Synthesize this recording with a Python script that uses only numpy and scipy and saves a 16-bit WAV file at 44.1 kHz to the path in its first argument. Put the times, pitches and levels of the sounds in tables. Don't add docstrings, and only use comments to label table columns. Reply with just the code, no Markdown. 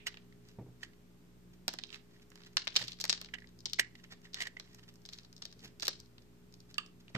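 import sys
import numpy as np
from scipy import signal
from scipy.fft import rfft, irfft
from scipy.io import wavfile
from scipy.ndimage import uniform_filter1d

SR = 44100
rng = np.random.default_rng(int(sys.argv[2]) if len(sys.argv) > 2 else 0)


def amplitude_ratio(level_db):
    exponent = np.asarray(level_db, float) / 20
    return 10 ** exponent


def master(y):
    cut = np.clip(np.atleast_2d(y).T, -1, 1)
    pcm = np.round(cut * 32767)
    wavfile.write(sys.argv[1], SR, pcm.astype(np.int16))


N = 316197
TIME_S = np.arange(N) / SR

# freq_hz, density_db
AIR_SPECTRUM = [(30, -12), (130, -1.5), (300, -5), (480, -14), (800, -20), (8000, -31), (10000, -36.5),
                (14500, -31)]
# freq_hz, rms_db
HUM_LINES = [(59, -71), (119, -69), (178, -66), (241, -73), (297, -81.5), (352, -76.5), (411, -72)]
# freq_hz, level_db
TABLE_MODES = [(124.1, 2.5), (153.8, -9), (72.8, -11.5), (191.3, -4.5)]
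# start_s, level_db, decay_t60_s, hard_edge_re_bump_db
BUMPS = [(0.585, -43, 0.22, -5), (0.611, -49.5, 0.22, -8), (0.659, -54.5, 0.2, -7), (0.682, -54, 0.16, -10),
         (5.556, -59, 0.65, -27), (5.635, -55.5, 0.48, -4.5), (1.679, -48.5, 0.038, 9),
         (2.81, -51.5, 0.26, 6), (5.88, -49.5, 0.049, 13), (3.101, -58, 0.083, -12.5),
         (4.118, -62.5, 0.16, 4), (7.101, -59, 0.053, 2), (7.149, -38, .3, -7)]
# freq_hz, level_db
EARLIER_RING = [(2000, -60), (2580, -53.5), (3400, -60)]
# freq_hz, level_db, decay_t60_s
HANDLE_MODES = [(1210, -0.5, 0.031), (1276, -9, 0.041), (1665, -5, 0.039), (2500, -13, 0.014),
                (2740, 3.5, 0.021), (2960, 1.5, 0.019), (3120, -4, 0.04), (3520, -4.5, 0.04),
                (4550, -1, 0.024), (7154, -22, 0.011), (7600, -11, 0.011), (8500, -9.5, 0.0027)]
# centre_s, half_length_s, grit_db, blade_ring_re_grit_db
RUBS = [(7.16, 0.01, -60, 7), (2.149, 0.034, -78.5, 8.5), (2.532, 0.003, -66, -10),
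        (0.076, 0.0069, -43.5, 5.5), (0.486, 0.036, -68.5, -3.5), (1.539, 0.0035, -59, -7),
        (1.943, 0.019, -58, 3.5), (0.836, 0.018, -59.5, 0), (2.225, 0.006, -60.5, -11),
        (2.406, 0.055, -72, 3.5), (2.468, 0.0059, -61, 3.5), (2.802, 0.038, -47.5, -8),
        (2.908, 0.024, -58, -8), (3.989, 0.011, -68, 4), (4.041, 0.0025, -57.5, 5.5),
        (4.123, 0.012, -59, 5.5), (4.253, 0.012, -66, 7), (4.392, 0.027, -58, 9), (4.426, 0.017, -55, -12),
        (4.704, 0.065, -69.5, -2.5), (4.79, 0.0057, -67.5, 10), (4.836, 0.0047, -64.5, 5.5),
        (4.891, 0.0079, -59, -0.5), (5.137, 0.015, -60, -32), (5.192, 0.031, -67, -7),
        (5.62, 0.026, -66, -5), (5.649, 0.0089, -51, -5), (5.679, 0.0046, -57.5, -3.5),
        (5.836, 0.013, -49, -6.5), (6.708, 0.011, -63, -3), (7.006, 0.0046, -59.5, -15),
        (3.491, 0.003, -59, -14), (7.098, 0.003, -58.5, -2), (4.46, 0.0087, -60, 6),
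        (3.022, 0.008, -56, -9), (0.086, 0.0053, -62, -4)]
# start_s, flake_db, ring_re_flake_db, upper_mode_re_flake_db, ring_hz
JOLTS = [(0.0665, -33.5, -0.5, -9, 1930), (0.3227, -63, 3.5, -20, 1910), (0.8301, -43, 5.5, -11.5, 1810),
         (0.931, -65.5, 1, -16, 1993), (2.162, -69, 5, -22, 1830), (2.8157, -40.5, -2, -15, 1830),
         (3.3347, -54, 4, -6, 1910), (3.3377, -42, 7, -4, 1950), (3.349, -56, 12.5, 2, 1900),
         (3.3824, -56, 9.5, -11, 1900), (3.4197, -62, 11, -18, 1890), (3.441, -69.5, 17, -11, 1910),
         (3.7868, -37.5, 5, -21, 2040), (3.7935, -24.5, 4.5, -17, 1975), (3.951, -52, 1, -16, 2000),
         (4.4025, -37.5, 3.5, -17, 1920), (4.4122, -37.5, 2, -21, 1890), (4.4187, -34, 1, -14, 2000),
         (4.432, -48, 6, -7, 2000), (4.4522, -50, 4, -14, 1850), (4.4616, -60, 15, -15, 1910),
         (4.4686, -40, 3.5, -18, 1900), (4.5664, -54.5, 14.5, -8, 2020), (6.7566, -64.5, 2.5, -20, 1730),
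         (7.148, -52.5, 15.5, -6.5, 2160), (7.16, -51, 12, -6, 1395), (3.8, -46.5, 5.5, -4, 1890),
         (3.81, -53.5, 12, -6, 2080), (3.826, -58, 5, -3, 1940), (4.83, -71, 9, 0, 1860),
         (4.233, -78, 10, -2, 1800), (3.29, -71, 12, -9, 1850), (3.996, -66, 6, -7, 1870),
         (4.045, -64, 9, -6, 1930), (4.2516, -61, 9.5, -8.5, 1930), (4.268, -74, 15.5, -10, 1860),
         (4.37, -58, 11.5, -2, 1840), (4.385, -59, 8, -1, 1880), (4.6738, -73.5, 9, -5, 2100),
         (4.731, -74, 10, -9, 1950), (4.786, -69, 2, -1, 1970)]
# time_s, flake_pitch_hz, left_minus_right_db
WORK_PLACE = [(0.15, 3000, -0.5), (1.68, 4560, 1), (1.79, 3830, -4.5), (1.95, 3220, -12.5), (2.57, 4460, 3),
              (2.67, 3620, 7), (2.77, 4110, -2.5), (2.92, 4100, 4), (3.01, 4930, 1.5), (3.1, 4800, 4.5),
              (3.13, 4200, 2), (3.66, 4560, 5), (4.34, 4330, 1.5), (5.05, 4280, 1.5), (5.42, 4500, 3),
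              (5.83, 4580, -1), (5.87, 4580, 2.5), (6.75, 4750, 1.5)]
# blade_ring_db, bright_snap_db, bar_thud_db
BREAKS = [(1.68, -25, -9.5, -4.5, -10.5), (1.7374, -41, -6.5, -2.5, -3), (1.787, -37.5, -6, -41, -16.5),
          (1.8364, -37.5, -16, -39, -20), (2.569, -21, -6, -20.5, -26.5), (2.6714, -38, 5.5, -24, -5),
          (2.6769, -30, -16, -22, -25), (2.7549, -35.5, -6, -44.5, -14), (2.7624, -19.5, -17, -20.5, -26),
          (2.7667, -19, -16, -22, -23), (2.8807, -35.5, -19, -16, -26), (3.0115, -32, -27, -12, -30),
          (3.04, -28, -8, -8, -11.5), (3.0522, -36, -3.5, -3, -21), (3.0954, -22.5, -11, -40, -20),
          (3.0997, -24, -10.5, -27, -31), (3.1039, -27.5, -27, -29, -46), (3.1272, -26, -7.5, -27, -22),
          (3.214, -39, -7.5, -3, -11.5), (3.6563, -29, -23.5, -48, -32), (3.6598, -35.5, -14.5, -30, -15.5),
          (3.7331, -29, -15.5, -9.5, -35), (4.3439, -33, -18.5, -12.5, -26), (5.423, -39, -14.5, -23, -18),
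          (5.4531, -38, -15, -10.5, -19), (5.8233, -32.5, -20.5, -18.5, -23), (5.828, -36.5, -3, -23, -9),
          (5.8534, -35, -19, -5, -19), (5.8687, -35, -14, -8, -19), (5.8806, -22.5, -10, -5.5, -15.5),
          (3.0128, -37, -26, -5, -21), (3.097, -31, -23, -32, -22), (3.1073, -43, -20, -23, -28),
          (3.114, -44, -20, -24, -29), (2.57, -33, 3.5, -25, -30)]
# start_s,
# level_db, blade_ring_re_flake_db
CHIPS = [(0.142, -51.5, -1.5), (0.171, -48.5, -3.5), (1.9032, -50, -13), (1.928, -49, -12),
         (1.9429, -45.5, -37), (2.744, -50, -8), (2.7943, -53, 8), (2.8244, -37, -8), (2.8396, -41, -13),
         (2.873, -47, -18), (2.8845, -43, -14), (2.919, -40, -30), (2.931, -45.5, -10.5),
         (3.0005, -38, -10), (3.007, -37, -30), (3.0787, -45, -25), (3.1765, -51, 0.5), (3.2459, -45.5, -9),
         (3.6975, -45.5, -23.5), (4.3352, -46, -20), (1.689, -40.5, -12), (1.892, -57, -12),
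         (1.958, -57, 2), (2.448, -58, -9.5), (2.375, -64.5, 4), (2.405, -64.5, 5.5), (7.151, -55, 19),
         (5.514, -57, -16), (5.605, -58.5, -23), (5.937, -57, -22), (5.437, -54.5, -18), (4.598, -40, -7.5),
         (5.0524, -46.5, -13), (5.0887, -43.5, -10.5), (5.133, -40.5, -27), (5.186, -45.5, -11),
         (5.42, -44.5, -8), (5.7978, -42, -13), (5.8307, -34, -18), (5.858, -39, -16), (6.7425, -45.5, -16)]
# start_s, level_db, grain_pitch_hz, blade_ring_re_grain_db
TICKS = [(0.487, -56.5, 5330, -10), (2.302, -59.5, 6240, -12), (2.3173, -63.5, 3930, 7),
         (2.3563, -52, 5400, -5), (2.418, -60.5, 4500, 1), (2.435, -54.5, 4050, -7),
         (2.9878, -52.5, 4430, -7), (3.259, -49.5, 4280, -9), (3.287, -53.5, 2800, -2.5),
         (3.721, -58, 5200, -12), (3.5894, -55, 5250, -27), (3.6045, -52.5, 5100, -27),
         (4.746, -51, 6300, -7.5), (4.956, -57.5, 5470, -13), (5.06, -47.5, 5100, -21),
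         (5.127, -51.5, 4400, -9), (5.248, -53, 4300, -10), (5.328, -52, 5060, -12),
         (5.3645, -50, 5100, -23), (5.3787, -55, 4830, -14.5), (5.526, -50.5, 4900, -11.5),
         (5.592, -56, 4740, -13), (5.8056, -46, 5160, -17.5), (6.0006, -47, 5280, -20),
         (6.1812, -54.5, 3740, -3), (6.524, -60, 5160, -14), (6.539, -51.5, 4900, -13),
         (6.603, -53, 5000, -24.5), (6.8617, -53.5, 5100, -10), (7.0806, -52.5, 2670, -10),
         (2.651, -58, 6800, -23), (2.75, -56, 5800, -20), (2.8945, -50, 3200, -15), (3.403, -61, 4630, -14),
         (3.472, -57, 4270, -18), (4.2163, -64.5, 6200, -6), (4.731, -60, 5560, -15),
         (4.9397, -62.5, 6500, -13), (5.0175, -64.5, 5330, -18), (5.096, -56, 5000, -14),
         (5.14, -50, 4600, -12), (5.177, -58, 4900, -15.5), (5.206, -64, 4570, -18),
         (5.2328, -59, 4800, -14), (6.059, -62, 4540, -16), (6.752, -69, 4350, -20),
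         (3.672, -59, 4600, -18), (2.1974, -69, 2820, 0), (6.2203, -63, 4840, -8), (4.3318, -52, 4600, -15)]
# freq_hz, left_db, right_db
PORT_RESPONSE = [(500, -5, -0.5), (2000, -3, 1.5), (5100, -0.5, -1.5), (8400, -13, -1.5),
                 (9500, -13.5, -7.5), (12900, -12, -2)]

AIR_DB = -64.5
LEFT_LAG_S = 0.00014
WALL_DELAY_S, WALL_DB = 0.0086, -17.5
ROOM_T60_S, ROOM_DB, TAIL_UNEVEN_DB = 0.3, -17.5, 3
JOLT_ROOM_DB, HANDLE_ROOM_DB = -12, -11
HANDLE_S, HANDLE_DB = 6.7812, -33.5
HISS_DB, HISS_SLOPE_DB_PER_DB = -8, 0.028
JOLT_BRIGHT_DB, JOLT_BRIGHT_SLOPE_DB_PER_DB = -10, 0.48
CHIP_BRIGHT_DB, TICK_BRIGHT_DB = -14.5, -13.5
SMALL_BRIGHT_DB_PER_OCTAVE = 26.5
SMALL_BAR_DB = -9
FLAKE_WIDTH, GRAIN_WIDTH = 1.17, 0.94
FLAKE_FADE_S, GRAIN_FADE_S = 0.0018, 0.0022


def band(x, lo_hz, hi_hz, order=2):
    sos = signal.butter(order, [lo_hz, hi_hz], "bandpass", fs=SR, output="sos")
    return signal.sosfilt(sos, x)


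def unit(x):
    return x / np.sqrt(np.mean(x ** 2))


def noise_band(count, lo_hz, hi_hz, order=2):
    return unit(band(rng.standard_normal(count), lo_hz, hi_hz, order))


def walk(rate_hz):
    hold = int(SR / rate_hz)
    steps = np.repeat(rng.standard_normal(N // hold + 1), hold)
    slewed = uniform_filter1d(uniform_filter1d(steps, hold), hold)
    return unit(slewed[:N])


def add(out, start_s, x):
    i = int(start_s * SR)
    out[:, i:i + x.shape[1]] += x[:, :N - i]


def even_out(x, bins=36):
    spec = rfft(x)
    return spec / np.sqrt(uniform_filter1d(np.abs(spec) ** 2, size=bins))


def burst(start_s, db, hz, width_hz, pan_db, rise, fade, apart, order=2, size=2048):
    start_s, db, hz, width_hz, pan_db = np.broadcast_arrays(start_s, db, hz, width_hz, pan_db)
    t = np.arange(size) / SR
    f = np.fft.rfftfreq(size, 1 / SR) + 1
    envelope = (1 - np.exp(-t / rise)) * np.exp(-t / np.reshape(fade, (-1, 1)))
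    tears = rng.standard_normal((2, len(start_s) if start_s.ndim else 1, size)) * envelope
    shared, own = even_out(tears[0]), even_out(tears[1])
    resonance = (1 + 1j * (f - hz[:, None] ** 2 / f) / width_hz[:, None]) ** -order
    left = (shared + apart * own) * np.exp(-2j * np.pi * f * LEFT_LAG_S)
    right = shared - apart * own
    heard = irfft(np.array([left, right]) * resonance, size) * (t < 0.8 * size / SR)
    heard /= np.sqrt((heard ** 2).sum(axis=2, keepdims=True) / 176)
    out = np.zeros((2, N))
    for k in range(len(start_s)):
        port_db = db[k] + np.array([[pan_db[k]], [-pan_db[k]]]) / 2
        add(out, start_s[k], heard[:, k] * amplitude_ratio(port_db))
    return out


def air():
    hz = np.maximum(np.fft.rfftfreq(N, 1 / SR), 1)
    knot_hz, knot_db = np.transpose(AIR_SPECTRUM)
    colour = amplitude_ratio(np.interp(np.log(hz), np.log(knot_hz), knot_db, left=-30))
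    mid, side = rfft(rng.standard_normal((2, N)))
    apart = np.clip(hz / 600, 0.42, 1)
    ports_spec = colour * (mid + apart * side * np.array([[1], [-1]]))
    return amplitude_ratio(AIR_DB) * unit(irfft(ports_spec, N))


def hum():
    skew_rad = np.array([[0.32], [-0.32]])
    out = np.zeros((2, N))
    for hz, db in HUM_LINES:
        level = amplitude_ratio(db + 2.1 * walk(6)) * np.sqrt(2)
        out += level * np.sin(2 * np.pi * hz * TIME_S + 0.93 * walk(8) + skew_rad)
    return out * amplitude_ratio(np.array([[-0.5], [0.5]]))


def room(dry):
    t = np.arange(SR // 2) / SR
    count = len(t)
    late_s = np.maximum(t - WALL_DELAY_S, 0)
    scatter = rng.standard_normal((2, count)) * (t > WALL_DELAY_S)
    wall = band(scatter * np.exp(-late_s / 0.0022), 400, 9000)
    decay = (t > 0.003) * np.exp(-np.log(1000) * t / ROOM_T60_S)
    dense = even_out(rng.standard_normal((2, count)) * decay, bins=24)
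    tail = irfft(dense, count) * (t > 0.003) * (t < 0.4)
    tail = band(tail * amplitude_ratio(TAIL_UNEVEN_DB * walk(350)[:count]), 490, 7400)
    echo = np.zeros((2, count))
    for db, x in ((WALL_DB, wall), (ROOM_DB, tail)):
        echo += amplitude_ratio(db) * x / np.sqrt((x ** 2).sum(axis=1, keepdims=True))
    return signal.fftconvolve(dry, echo, axes=1)[:, :N]


def bumps():
    out = np.zeros((2, N))
    t = np.arange(SR // 2) / SR
    count = len(t)
    hz, mode_db = np.transpose(TABLE_MODES)
    for start_s, db, t60_s, edge_db in BUMPS:
        level_z, pitch_z = rng.standard_normal((2, len(hz)))
        phases = 2 * np.pi * np.outer(hz * (1 + 0.02 * pitch_z), t)
        body = amplitude_ratio(mode_db + 2.5 * level_z) @ np.sin(phases)
        body = body + 0.5 * noise_band(count, 220, 488, order=3)
        body = body + 0.56 * noise_band(count, 95, 200)
        edge = noise_band(count, 430, 880, order=3) * np.exp(-t / 0.02)
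        edge = edge + 0.13 * noise_band(count, 900, 2300) * np.exp(-t / 0.035)
        fade = (1 - np.exp(-t / 0.0016)) * np.exp(-np.log(1000) * t / t60_s)
        bump = amplitude_ratio(db) * fade * (body + amplitude_ratio(edge_db) * edge)
        add(out, start_s, bump * amplitude_ratio(np.array([[-0.5], [0.5]])))
    return out


def earlier():
    hz, db = np.transpose(EARLIER_RING)
    return burst(0, db, hz, 0.28 * hz, -2.1, rise=0.0005, fade=0.047, apart=0.96, size=4096)


def handle():
    hz, mode_db, t60_s = np.transpose(HANDLE_MODES)
    db = HANDLE_DB + mode_db
    width_hz = np.log(1000) / np.pi / t60_s
    knock = burst(HANDLE_S, db, hz, width_hz, -5.5, rise=0.00073, fade=0.0015, apart=0.36, order=1)
    rattle = burst(HANDLE_S + 0.0044, db - 16, hz, 3 * width_hz, -2.0,
                   rise=0.003, fade=0.014, apart=0.55, order=1, size=4096)
    buzz = burst(HANDLE_S + 0.01, db - 19, hz, 3.3 * width_hz, -1.5,
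                 rise=0.008, fade=0.04, apart=0.8, size=8192)
    return band(knock + rattle + buzz, 710, 16000, order=3)


def rubs(density=0.049, scatter_db=4.5):
    size_db = scatter_db * np.minimum(rng.exponential(size=(2, N)), 3)
    slips = (rng.random((2, N)) < density) * rng.standard_normal((2, N)) * amplitude_ratio(size_db)
    shared = np.array([np.roll(slips[0], int(LEFT_LAG_S * SR)), slips[0]])
    slips = shared + 0.7 * np.array([slips[1], -slips[1]])
    grit = unit(band(slips, 1800, 8200))
    blade = unit(band(slips, 1780, 2040) + 0.65 * band(slips, 900, 5400))
    hiss = unit(band(slips, 8100, 12000))
    push = np.zeros((3, N))
    for centre_s, half_s, db, blade_db in RUBS:
        hiss_db = HISS_DB + HISS_SLOPE_DB_PER_DB * (db + 66)
        swell = np.exp(-0.58 * ((TIME_S - centre_s) / max(half_s, 0.003)) ** 2)
        push += amplitude_ratio(db + np.array([[0], [blade_db], [hiss_db]])) * swell
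    return push[0] * grit + push[1] * blade + push[2] * hiss


def crumbs(count=150):
    parent, wait, size, pitch = rng.random((count, 4)).T
    start_s, db = np.array(BREAKS)[(parent * len(BREAKS)).astype(int), :2].T
    late_s = 0.006 - 0.03 * np.log(wait)
    hz = 2800 * 2.2 ** pitch
    crumb_db = -61 + 0.6 * (db + 27) - 120 * late_s + 15 * size
    return burst(start_s + late_s, crumb_db, hz, 0.3 * hz, -1.5, rise=0.00026, fade=0.0016, apart=0.45)


def jolts():
    s, db, ring_re_db, upper_db, ring_hz = np.transpose(JOLTS)
    ring_db = db + ring_re_db
    bright_db = db + JOLT_BRIGHT_DB + JOLT_BRIGHT_SLOPE_DB_PER_DB * (db + 50)
    ring = burst(s, ring_db, ring_hz, 330, -0.031, rise=0.0057, fade=0.0013, apart=0.26)
    upper = burst(s, db + upper_db, 2940, 420, -20, rise=0.0024, fade=0.0057, apart=0.89)
    crunch = burst(s + 0.0014, db - 1, 3670, 4600, 2.2, rise=0.0018, fade=0.0027, apart=1, order=3)
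    bright = burst(s + 0.00045, bright_db, 5800, 8200, -1, rise=0.00055, fade=0.0062, apart=0.088)
    bar = burst(s, ring_db - 14, 640, 2700, -0.4, rise=0.00024, fade=0.0061, apart=0.21)
    shiver = burst(s + 0.006, ring_db - 15.5, ring_hz, 520, -0.5,
                   rise=0.0037, fade=0.027, apart=0.8, size=8192)
    return ring + upper + crunch + bright + bar + shiver


def snaps():
    breaks, chips, ticks = np.array(BREAKS), np.array(CHIPS), np.array(TICKS)
    s, db = np.concatenate([breaks[:, :2], chips[:, :2], ticks[:, :2]]).T
    place_s, place_hz, place_pan_db = np.transpose(WORK_PLACE)
    hz = np.interp(s, place_s, place_hz)
    pan_db = np.interp(s, place_s, place_pan_db)
    hz[-len(ticks):] = ticks[:, 2]
    counts = [len(breaks) + len(chips), len(ticks)]
    width_hz = hz * np.repeat([FLAKE_WIDTH, GRAIN_WIDTH], counts)
    fade_s = np.repeat([FLAKE_FADE_S, GRAIN_FADE_S], counts)
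    blade_db = np.concatenate([breaks[:, 2], chips[:, 2], ticks[:, 3]])
    small_db = np.repeat([CHIP_BRIGHT_DB, TICK_BRIGHT_DB], [len(chips), len(ticks)])
    small_db = small_db + SMALL_BRIGHT_DB_PER_OCTAVE * np.log2(hz[len(breaks):] / 4500)
    bright_db = np.concatenate([breaks[:, 3], small_db])
    bar_db = np.concatenate([breaks[:, 4], blade_db[len(breaks):] + SMALL_BAR_DB])
    flake = burst(s, db, hz, width_hz, pan_db, rise=0.00005, fade=fade_s, apart=0.76, order=4)
    bright = burst(s, db + bright_db - 0.5, 11500, 11000, pan_db, rise=0.00005, fade=0.00061, apart=0.31)
    blade = burst(s, db + blade_db, 1910, 2800, pan_db, rise=0.0001, fade=0.0024, apart=1)
    bar = burst(s, db + bar_db, 490, 1000, -2.2, rise=0.0011, fade=0.0048, apart=0.77)
    return flake + bright + blade + bar


def ports(x):
    hz, *port_db = np.transpose(PORT_RESPONSE)
    log_hz = np.log(np.fft.rfftfreq(N, 1 / SR) + 1)
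    gain_db = np.array([np.interp(log_hz, np.log(hz), db) for db in port_db])
    return irfft(rfft(x) * amplitude_ratio(gain_db), N)


def scene():
    soap = snaps() + rubs() + crumbs() + earlier()
    blade, grip = jolts(), handle()
    echoes = room(soap + amplitude_ratio(JOLT_ROOM_DB) * blade + amplitude_ratio(HANDLE_ROOM_DB) * grip)
    return ports(soap + blade + grip + echoes) + bumps() + hum() + air()


def starve_treble(x, under_db=-16, scatter_db=17, size=512):
    hz, _, spec = signal.stft(x, SR, nperseg=size)

    def band_rms(part):
        return np.sqrt(np.mean(np.abs(spec[:, part]) ** 2, axis=1))

    mids = band_rms((hz > 1700) & (hz < 7300))
    attack = mids > amplitude_ratio(5) * uniform_filter1d(mids, size=9)
    for lo_hz in np.arange(8800, 14700, 350):
        part = (hz >= lo_hz) & (hz < lo_hz + 350)
        wander = uniform_filter1d(rng.standard_normal(mids.shape), size=10)
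        keep = band_rms(part) > mids * amplitude_ratio(under_db + scatter_db * wander)
        spec[:, part] *= np.where(keep | attack, 1, 0.05)[:, None]
    return signal.istft(spec, SR, nperseg=size)[1][:, :N]


def band_limit(x):
    return signal.sosfilt(signal.butter(12, 16000, fs=SR, output="sos"), x)


def record(dry):
    top_cut = signal.ellip(6, 0.3, 24, 14600, fs=SR, output="sos")
    mix = starve_treble(signal.sosfilt(top_cut, dry)) - 0.0005
    return band_limit(mix)


dry = scene()
out = record(dry)
master(out)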